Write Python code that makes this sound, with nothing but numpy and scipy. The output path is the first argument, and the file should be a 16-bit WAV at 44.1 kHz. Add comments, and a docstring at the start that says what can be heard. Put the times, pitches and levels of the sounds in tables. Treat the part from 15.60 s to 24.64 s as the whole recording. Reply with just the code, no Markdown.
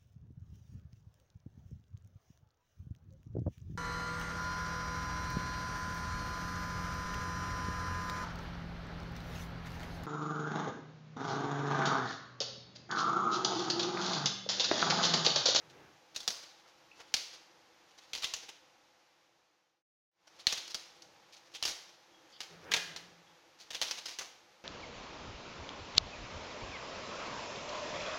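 """A hard, echoing kitchen, one microphone close over a stone counter: seven tough artichoke leaves are
bent back and snapped off by hand. Soft room hiss and a brief low drone open the scene. Each leaf creaks,
sometimes squeaks, cracks at its base and tears away rib by rib in bursts of breaking fibres.
During the third leaf everything starts to fade out, and it is back for the fourth. The drone returns
behind the sixth, whose thick base splits with a woody ring; the seventh ends the scene."""
import sys
import numpy as np
from scipy import signal
from scipy.fft import rfft, irfft, next_fast_len
from scipy.io import wavfile
from scipy.ndimage import map_coordinates

SR = 44100
rng = np.random.default_rng(int(sys.argv[2]) if len(sys.argv) > 2 else 0)


def wav_out(sig):
    """Save sig, one row per channel (or a flat mono array), as 16-bit PCM at SR to the path in sys.argv[1]."""
    wavfile.write(sys.argv[1], SR, np.round(np.clip(np.atleast_2d(sig).T, -1, 1) * 32767).astype(np.int16))


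N = 398663

# Spectra of the room hiss and of the drone's rumble: (frequency [Hz], relative density [dB])
HISS_SPECTRUM = [(15, -53.5), (25, -19), (76, -15), (157, -6), (256, -11), (344, 2), (373, -11.5),
                 (503, -2), (641, -5), (840, -2), (911, -3.5), (5880, -11.5), (8140, -25), (14800, -27.5),
                 (16000, -50)]
RUMBLE_SPECTRUM = [(30, -29), (90, -4.5), (160, -8), (250, -8.5), (340, -1), (560, -5), (900, -9.5),
                   (1600, -9.5), (2800, -17), (6000, -40.5)]
# Room resonances in the hiss: (frequency [Hz], width [Hz], relative level [dB])
ROOM_MODES = [(350, 160, -11), (515, 26, 0.5), (823, 94, -5)]
# Low drones behind the work:
# (time [s], length [s], rumble level [dB], note level [dB], note frequency [Hz], note width [Hz])
DRONE_SWELLS = [(-0.06, 0.417, -67, -69.5, 144, 38), (6.862, .87, -54, -63.5, 168.7, 16)]
# The kitchen's reverberation: (frequency [Hz], time to fall by 60 dB [s])
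KITCHEN_DECAY = [(100, 0.41), (400, 0.6), (1500, 0.7), (4000, 0.65), (7000, 0.56), (15000, 0.51)]
# Spectra of a breaking fibre, the hollow bud, the jolt in the hands: (frequency [Hz], relative level [dB])
FIBRE_SPECTRUM = [(300, -43.5), (1200, -25), (2000, -3.5), (3000, 0.5), (4000, 0.5), (5300, 1), (6400, 1),
                  (7200, -7), (8200, -14.5), (10000, -13.5), (11500, -18.5), (16000, -20.5)]
BUD_SPECTRUM = [(80, -16), (250, -8.5), (450, -1.5), (800, -0.5), (1100, -1.5), (1600, -1.5), (2200, -4.5),
                (3500, -31), (8000, -68)]
JOLT_SPECTRUM = [(15, -6), (40, 0), (120, -4.5), (220, -1.5), (450, -26), (2000, -58)]
# The seven leaves in the hand:
# (grip time [s], release time [s], relative bud level [dB], relative thud level [dB], fullness [dB])
LEAF_GRIPS = [(0.522, 1.08, -10.5, -23, -4.5), (1.281, 1.8, -13.5, -23, 1), (2.266, 2.947, -12.5, -24, 2),
              (4.701, 5.479, -10.5, -21, 0), (5.68, 6.32, -12, -24, -1.5), (6.658, 7.404, -8.5, -41, 2.5),
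              (7.967, 8.7, -10.5, -30, 2)]
# Leaves strain and rub on each other:
# (time [s], level [dB], relative bud level [dB], length [s], leaf resonance [Hz])
CREAK_STROKES = [(0.093, -57.5, -22, 0.023, 3700), (0.545, -49, -9, .018, 4230),
                 (0.821, -50, -4, .029, 4680), (1.049, -60.5, 10, 0.023, 5550), (1.386, -48, 0, .043, 3200),
                 (1.72, -50, -6.5, .043, 4760), (2.373, -53, -8, 0.027, 3680),
                 (2.628, -34, -10.5, 0.023, 3820), (2.41, -59, -10, .06, 3500),
                 (2.821, -49, -2, 0.028, 5200), (2.881, -44, -7.5, .023, 2980),
                 (4.668, -52, -4, 0.017, 5770), (4.786, -49, -8, .035, 3750),
                 (5.074, -46, -13, 0.011, 4720), (5.098, -43.5, -12, .026, 5300),
                 (5.419, -52, -22, 0.0078, 4570), (5.718, -51.5, -23, 0.036, 4350),
                 (5.76, -56.5, -14, 0.023, 4860), (5.936, -40.5, -14.5, 0.041, 3400),
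                 (6.287, -57, -5, .018, 5640), (7.112, -48, -6, 0.0042, 3600),
                 (7.984, -48.5, -14, 0.06, 4550), (8.263, -41, -17, .047, 4230),
                 (8.37, -40.5, -9.5, .031, 4470), (8.52, -49, -17, .03, 4450), (8.6, -46, 16, 0.031, 4330)]
# Waxy skin sticks and slips: (time [s], level [dB], length [s], pitch [Hz], jitter [share of pitch])
SQUEAK_STROKES = [(1.314, -62.5, .016, 2610, .06), (6.526, -66, 0.093, 3310, 0.011),
                  (6.728, -58, 0.062, 3300, 0.093), (6.725, -58, 0.06, 4670, 0.068),
                  (7.666, -68, .05, 3300, .04), (8.493, -53.5, 0.076, 4720, .035)]
# The thickest leaf base splits: (time [s], level [dB])
BASE_SPLITS = [(7.1178, -36), (7.137, -36.5)]
# Its woody resonances: (frequency [Hz], width [Hz], relative level [dB])
WOOD_MODES = [(1036, 48, -8), (1623, 100, -0.5), (1726, 120, -4), (2026, 180, 1.5), (2460, 79, 2)]
# Leaves crack: (time [s], level [dB], tearing time [s], leaf resonance [Hz], drop to second burst [dB])
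LEAF_CRACKS = [(0.5621, -36, .004, 4430, 27), (0.604, -44.5, .006, 3950, 7),
               (0.6779, -27.5, .0046, 4800, 11.5), (1.5402, -25, .004, 4750, 13.5),
               (2.533, -36.5, .007, 3200, 10), (2.55, -38, .008, 4200, 6), (2.622, -40, 0.01, 3850, 24.5),
               (2.644, -32.5, .006, 3450, 16), (2.7377, -34, .005, 6430, 13),
               (4.8691, -22.5, 0.0021, 3680, 36), (4.9246, -32, .007, 5900, 32),
               (4.976, -40.5, .01, 4200, 17), (5.145, -34.5, .007, 4730, 22),
               (6.0264, -32.5, .003, 4470, 20), (6.036, -36, .004, 3500, 11),
               (6.0522, -30, .016, 4740, 4.5), (6.805, -39, .0088, 4340, 10),
               (7.1172, -31.5, .008, 3140, 7), (7.138, -24.5, .007, 3620, 8),
               (7.362, -41.5, .009, 4400, 17), (8.105, -41, .016, 3600, 4), (8.147, -37.5, 0.01, 3600, 22),
               (8.215, -28, .012, 3900, 15), (8.31, -33.5, .007, 5240, 23), (8.457, -39, .01, 4900, 2.5),
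               (8.587, -36.5, 0.017, 6200, 7)]


def amp(db):
    """Decibels to gain."""
    return 10 ** (np.asarray(db) / 20)


def unit(x):
    """Scale to rms 1."""
    return x / np.sqrt(np.mean(x ** 2) + 1e-20)


def along(points, hz):
    """Read (frequency, value) points on a log frequency axis."""
    freqs, values = np.transpose(points)
    return np.interp(np.log(hz + 1), np.log(freqs + 1), values)


def wobble(rate):
    """A smooth random curve, rate knots a second."""
    return map_coordinates(rng.standard_normal(int(N * rate / SR) + 4), [np.arange(N) * rate / SR])


def filtered(x, gain):
    """x through a gain that is a function of frequency."""
    size = next_fast_len(N + SR // 2)
    return irfft(rfft(x, size) * gain(np.fft.rfftfreq(size, 1 / SR)), size)[:N]


def bump(hz, centre, width):
    """Gain of one resonance."""
    return 1 / np.sqrt(1 + (2 * (hz - centre) / width) ** 2)


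def resonances(modes, hz):
    """Summed gain of several resonances."""
    return sum(amp(db) * bump(hz, centre, width) ** 2 for centre, width, db in modes)


def colour(points, hz, db=0, ring=1):
    """A spectrum times a resonance, as power with the total level db."""
    return (amp(db) * unit(amp(along(points, hz)) * ring)) ** 2


def struck(pulses, gain):
    """Pulses through a causal body of the given gain, with the energy of 10 ms at rms 1."""
    n = len(pulses)
    cepstrum = irfft(np.log(np.maximum(gain, 1e-6)))
    cepstrum[1:n // 2] *= 2  # fold to minimum phase
    cepstrum[n // 2 + 1:] = 0
    ringing = irfft(rfft(pulses) * np.exp(rfft(cepstrum)))
    return unit(ringing) * np.sqrt(.01 * SR / n)


def add(track, s, sound):
    """Mix a sound in at time s."""
    part = track[..., max(round(s * SR), 0):][..., :sound.shape[-1]]
    part += sound[..., :part.shape[-1]]


def room_hiss(level_db=-64, edge_hz=6700, low_hz=600):
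    """Room tone: soft hiss coloured by room resonances, dull above a sharp edge; its low part wavers."""
    def spectrum(hz):
        edge_db = 3 * bump(hz, edge_hz, 900) ** 2 - 2 * np.clip((hz - edge_hz) / 900, 0, 1)
        return amp(along(HISS_SPECTRUM, hz) + edge_db) * (1 + resonances(ROOM_MODES, hz))
    hiss = unit(filtered(rng.standard_normal(N), spectrum))
    low = filtered(hiss, lambda hz: 1 / (1 + (hz / low_hz) ** 4))
    return amp(level_db) * (amp(1.3 * wobble(5)) * low + amp(.4 * wobble(11)) * (hiss - low))


def drone(attack_s=.079, sag_from_s=.31, release_s=.073, lumpy_db=4.5):
    """In the background, a dull rumble with a low, rough note in it swells, holds, sags and stops."""
    track = np.zeros(N)
    for s, length_s, rumble_db, note_db, note_hz, width_hz in DRONE_SWELLS:
        t = np.arange(N) / SR - s
        gate = np.clip(t / attack_s, 0, 1) * np.clip(1 - (t - length_s) / release_s, 0, 1)
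        sag_s = np.maximum(t - sag_from_s, 0)
        rumble = unit(filtered(rng.standard_normal(N), lambda hz: amp(along(RUMBLE_SPECTRUM, hz))))
        note = unit(filtered(rng.standard_normal(N), lambda hz: bump(hz, note_hz, width_hz) ** 2))
        rumble *= amp(rumble_db - 50.5 * sag_s + lumpy_db * wobble(12))  # sags by 50.5 dB a second
        note *= amp(note_db - 16 * sag_s)
        track += gate ** 2 * (rumble + note)
    return track


def kitchen_reverb(x, build_s=.0044, block=11025):
    """The hard room's diffuse tail, drawn from fresh noise every quarter second;
    each frequency dies at its own speed."""
    reverb = np.zeros(N)
    for start in range(0, N, block):
        hz, t, noise = signal.stft(rng.standard_normal(SR * 3 // 4), SR, nperseg=256)
        decay = amp(-60 * t / along(KITCHEN_DECAY, hz)[:, None])
        tail = signal.istft(noise * decay * (1 - np.exp(-t / build_s)), SR, nperseg=256)[1]
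        add(reverb, start / SR, signal.fftconvolve(x[start:start + block], tail / np.linalg.norm(tail)))
    return reverb


def early_echoes(x, wall_s=.0063, wall_db=-10, count=8, weak_db=-20):
    """The tiled wall returns one clear copy; counter and bowl add weak ones at random delays."""
    heard = x.copy()
    add(heard, wall_s * rng.uniform(.93, 1.07), amp(wall_db) * x)
    for delay_s, strength in zip(rng.uniform(.002, .014, count), rng.standard_normal(count)):
        add(heard, delay_s, amp(weak_db) * strength * x)
    return heard


def radiate(pulses, gain, room_db, room_gain=None):
    """Pulses through a body, in two rows: close sound at the microphone, and the feed to the room."""
    impulse = np.zeros(len(pulses))
    impulse[np.argmax(np.abs(pulses))] = 1  # stands for the even blend of all directions
    outward = struck(impulse, gain if room_gain is None else room_gain)
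    return np.array([early_echoes(struck(pulses, gain)), amp(room_db) * outward])


def rustles(count=8, db=-61, bud_db=-5, length_s=.06, leaf_hz=4000):
    """Fingers and neighbouring leaves brush each held leaf at random: faint strokes for creaks()."""
    for grip_s, release_s, *_ in LEAF_GRIPS:
        times = grip_s + (release_s - grip_s) * (np.arange(count) + rng.random(count)) / count
        for s, (scatter_db, detune) in zip(times, rng.standard_normal((count, 2))):
            yield s, db + scatter_db, bud_db, length_s, leaf_hz * np.exp(.23 * detune)


def slips(length_s, size=8192, count=120, scatter_db=5):
    """Many tiny slips that swell and fade through one stroke."""
    when = rng.random(count)
    force = np.sin(np.pi * when) ** .99 * amp(scatter_db * rng.standard_normal(count))
    force *= rng.choice([-1, 1], count)
    return np.bincount((when * length_s * SR).astype(int), force, size)[:size]


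def creaks(trim_db=-1, soft_hz=13000):
    """A bent leaf drags over its neighbours in soft, fibrous strokes."""
    track = np.zeros((2, N))
    for s, db, bud_db, length_s, leaf_hz in [*CREAK_STROKES, *rustles()]:
        pulses = slips(length_s)
        hz = np.fft.rfftfreq(len(pulses), 1 / SR)
        leaf = colour(FIBRE_SPECTRUM, hz, ring=1 + .9 * bump(hz, leaf_hz, width=700))
        bud = colour(BUD_SPECTRUM, hz, bud_db - 1)
        gain = np.sqrt((leaf + bud) / (1 + (hz / soft_hz) ** 2))
        add(track, s, amp(db + trim_db) * radiate(pulses, gain, room_db=-7))
    return track


def squeaks(room_db=-6, rough_db=4):
    """Waxy skin sticks and slips under the fingers in short, unsteady whistles."""
    track = np.zeros(N)
    drift = wobble(700)
    grip = unit(amp(rough_db * wobble(150)))
    for s, db, length_s, hz, jitter in SQUEAK_STROKES:
        n = int(length_s * SR)
        pitch_hz = hz * (1 + jitter * drift[int(s * SR):][:n])
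        swell = np.sin(np.pi * np.sqrt(np.linspace(0, 1, n)))
        add(track, s, amp(db) * np.sqrt(2) * swell * np.sin(2 * np.pi * np.cumsum(pitch_hz) / SR))
    return grip * np.array([track, amp(room_db) * track])


def fibres(tear_s, size=4096, count=28, scatter_db=4, brittle_s=.005):
    """One fibre breaks, then its neighbours give way, ever rarer and weaker."""
    wait = -np.log(1 - (np.arange(count) + rng.random(count)) / count)  # in tearing times
    force = amp(scatter_db * np.clip(rng.standard_normal(count), -2, 2)) * np.exp(-.58 * wait)
    force *= rng.choice([-1, 1], count)
    wait[0], force[0] = 0, 1.5 * np.sqrt(brittle_s / tear_s)  # a quick break starts hardest
    return np.bincount((wait * tear_s * SR).astype(int), force, size)[:size]


def splits():
    """A thick leaf base gives way with a lower, woody crack."""
    track = np.zeros((2, N))
    for s, db in BASE_SPLITS:
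        pulses = fibres(tear_s=.005)
        hz = np.fft.rfftfreq(len(pulses), 1 / SR)
        add(track, s, amp(db) * radiate(pulses, resonances(WOOD_MODES, hz), room_db=-1))
    return track


def rib_bursts(count=3, gap_s=.026, slowing=1.4, steepening=1.7, usual_tear_s=.0071):
    """Each crack runs on over the leaf's ribs in ever weaker, slower and hollower bursts."""
    for s, db, first_tear_s, leaf_hz, drop_db in LEAF_CRACKS:
        nearest_leaf = min(LEAF_GRIPS, key=lambda leaf: abs((leaf[0] + leaf[1]) / 2 - s))
        bud_db, thud_db, full_db = nearest_leaf[2:]
        for rib in range(count):
            tear_s = first_tear_s * slowing ** rib
            hollow_db = 2 * np.log2(tear_s / usual_tear_s)
            burst_db = db - drop_db * rib ** steepening
            yield s + rib * gap_s, burst_db, bud_db + hollow_db, thud_db, full_db, tear_s, leaf_hz


def snaps(full_hz=2520, ring_s=.0054):
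    """Close to the microphone, fibre bursts ring the leaf, sound the hollow bud and jolt the hands."""
    track = np.zeros((2, N))
    for s, db, bud_db, thud_db, full_db, tear_s, leaf_hz in rib_bursts():
        pulses = fibres(tear_s)
        hz = np.fft.rfftfreq(len(pulses), 1 / SR)
        leaf = 2.3 * (ring_s / tear_s) ** .87 * bump(hz, leaf_hz, width=900)  # quick breaks ring most
        full = amp(full_db * bump(hz, full_hz, width=2000) ** 2)  # a thick leaf is fuller in this band
        near = colour(FIBRE_SPECTRUM, hz, ring=full * (1 + leaf)) + colour(BUD_SPECTRUM, hz, bud_db - 2)
        # summed over all directions the leaf's resonance stands out less
        far = colour(FIBRE_SPECTRUM, hz, ring=full * (1 + .37 * leaf)) + colour(BUD_SPECTRUM, hz, bud_db)
        add(track, s, amp(db) * radiate(pulses, np.sqrt(near), room_db=-7, room_gain=np.sqrt(far)))
        thud = struck(pulses, amp(along(JOLT_SPECTRUM, hz)))
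        add(track[0], s, amp(db + thud_db - 2) * thud)  # does not feed the room
    return track


def scene():
    """In mono: the leaves up close, the kitchen's echo around them, hiss and drone behind."""
    close, outward = snaps() + creaks() + splits() + squeaks()
    return (close + kitchen_reverb(outward) + room_hiss() + drone())[None]


def record(dry, fall_at_s=2.68, fall_s=1.547, rise_at_s=4.487, rise_s=.26, gap_db=-70, top_hz=15900):
    """The level falls slowly to near silence midway and rises quickly; the top treble is cut off."""
    t = np.arange(N) / SR
    fade_out = np.clip(1 - (t - fall_at_s) / fall_s, 0, 1) ** .68
    fade_in = np.clip((t - rise_at_s) / rise_s, 0, 1) ** 2
    return filtered(dry[0] * (fade_out + fade_in + amp(gap_db)), lambda hz: hz < top_hz)[None]


dry = scene()
out = record(dry)
wav_out(out)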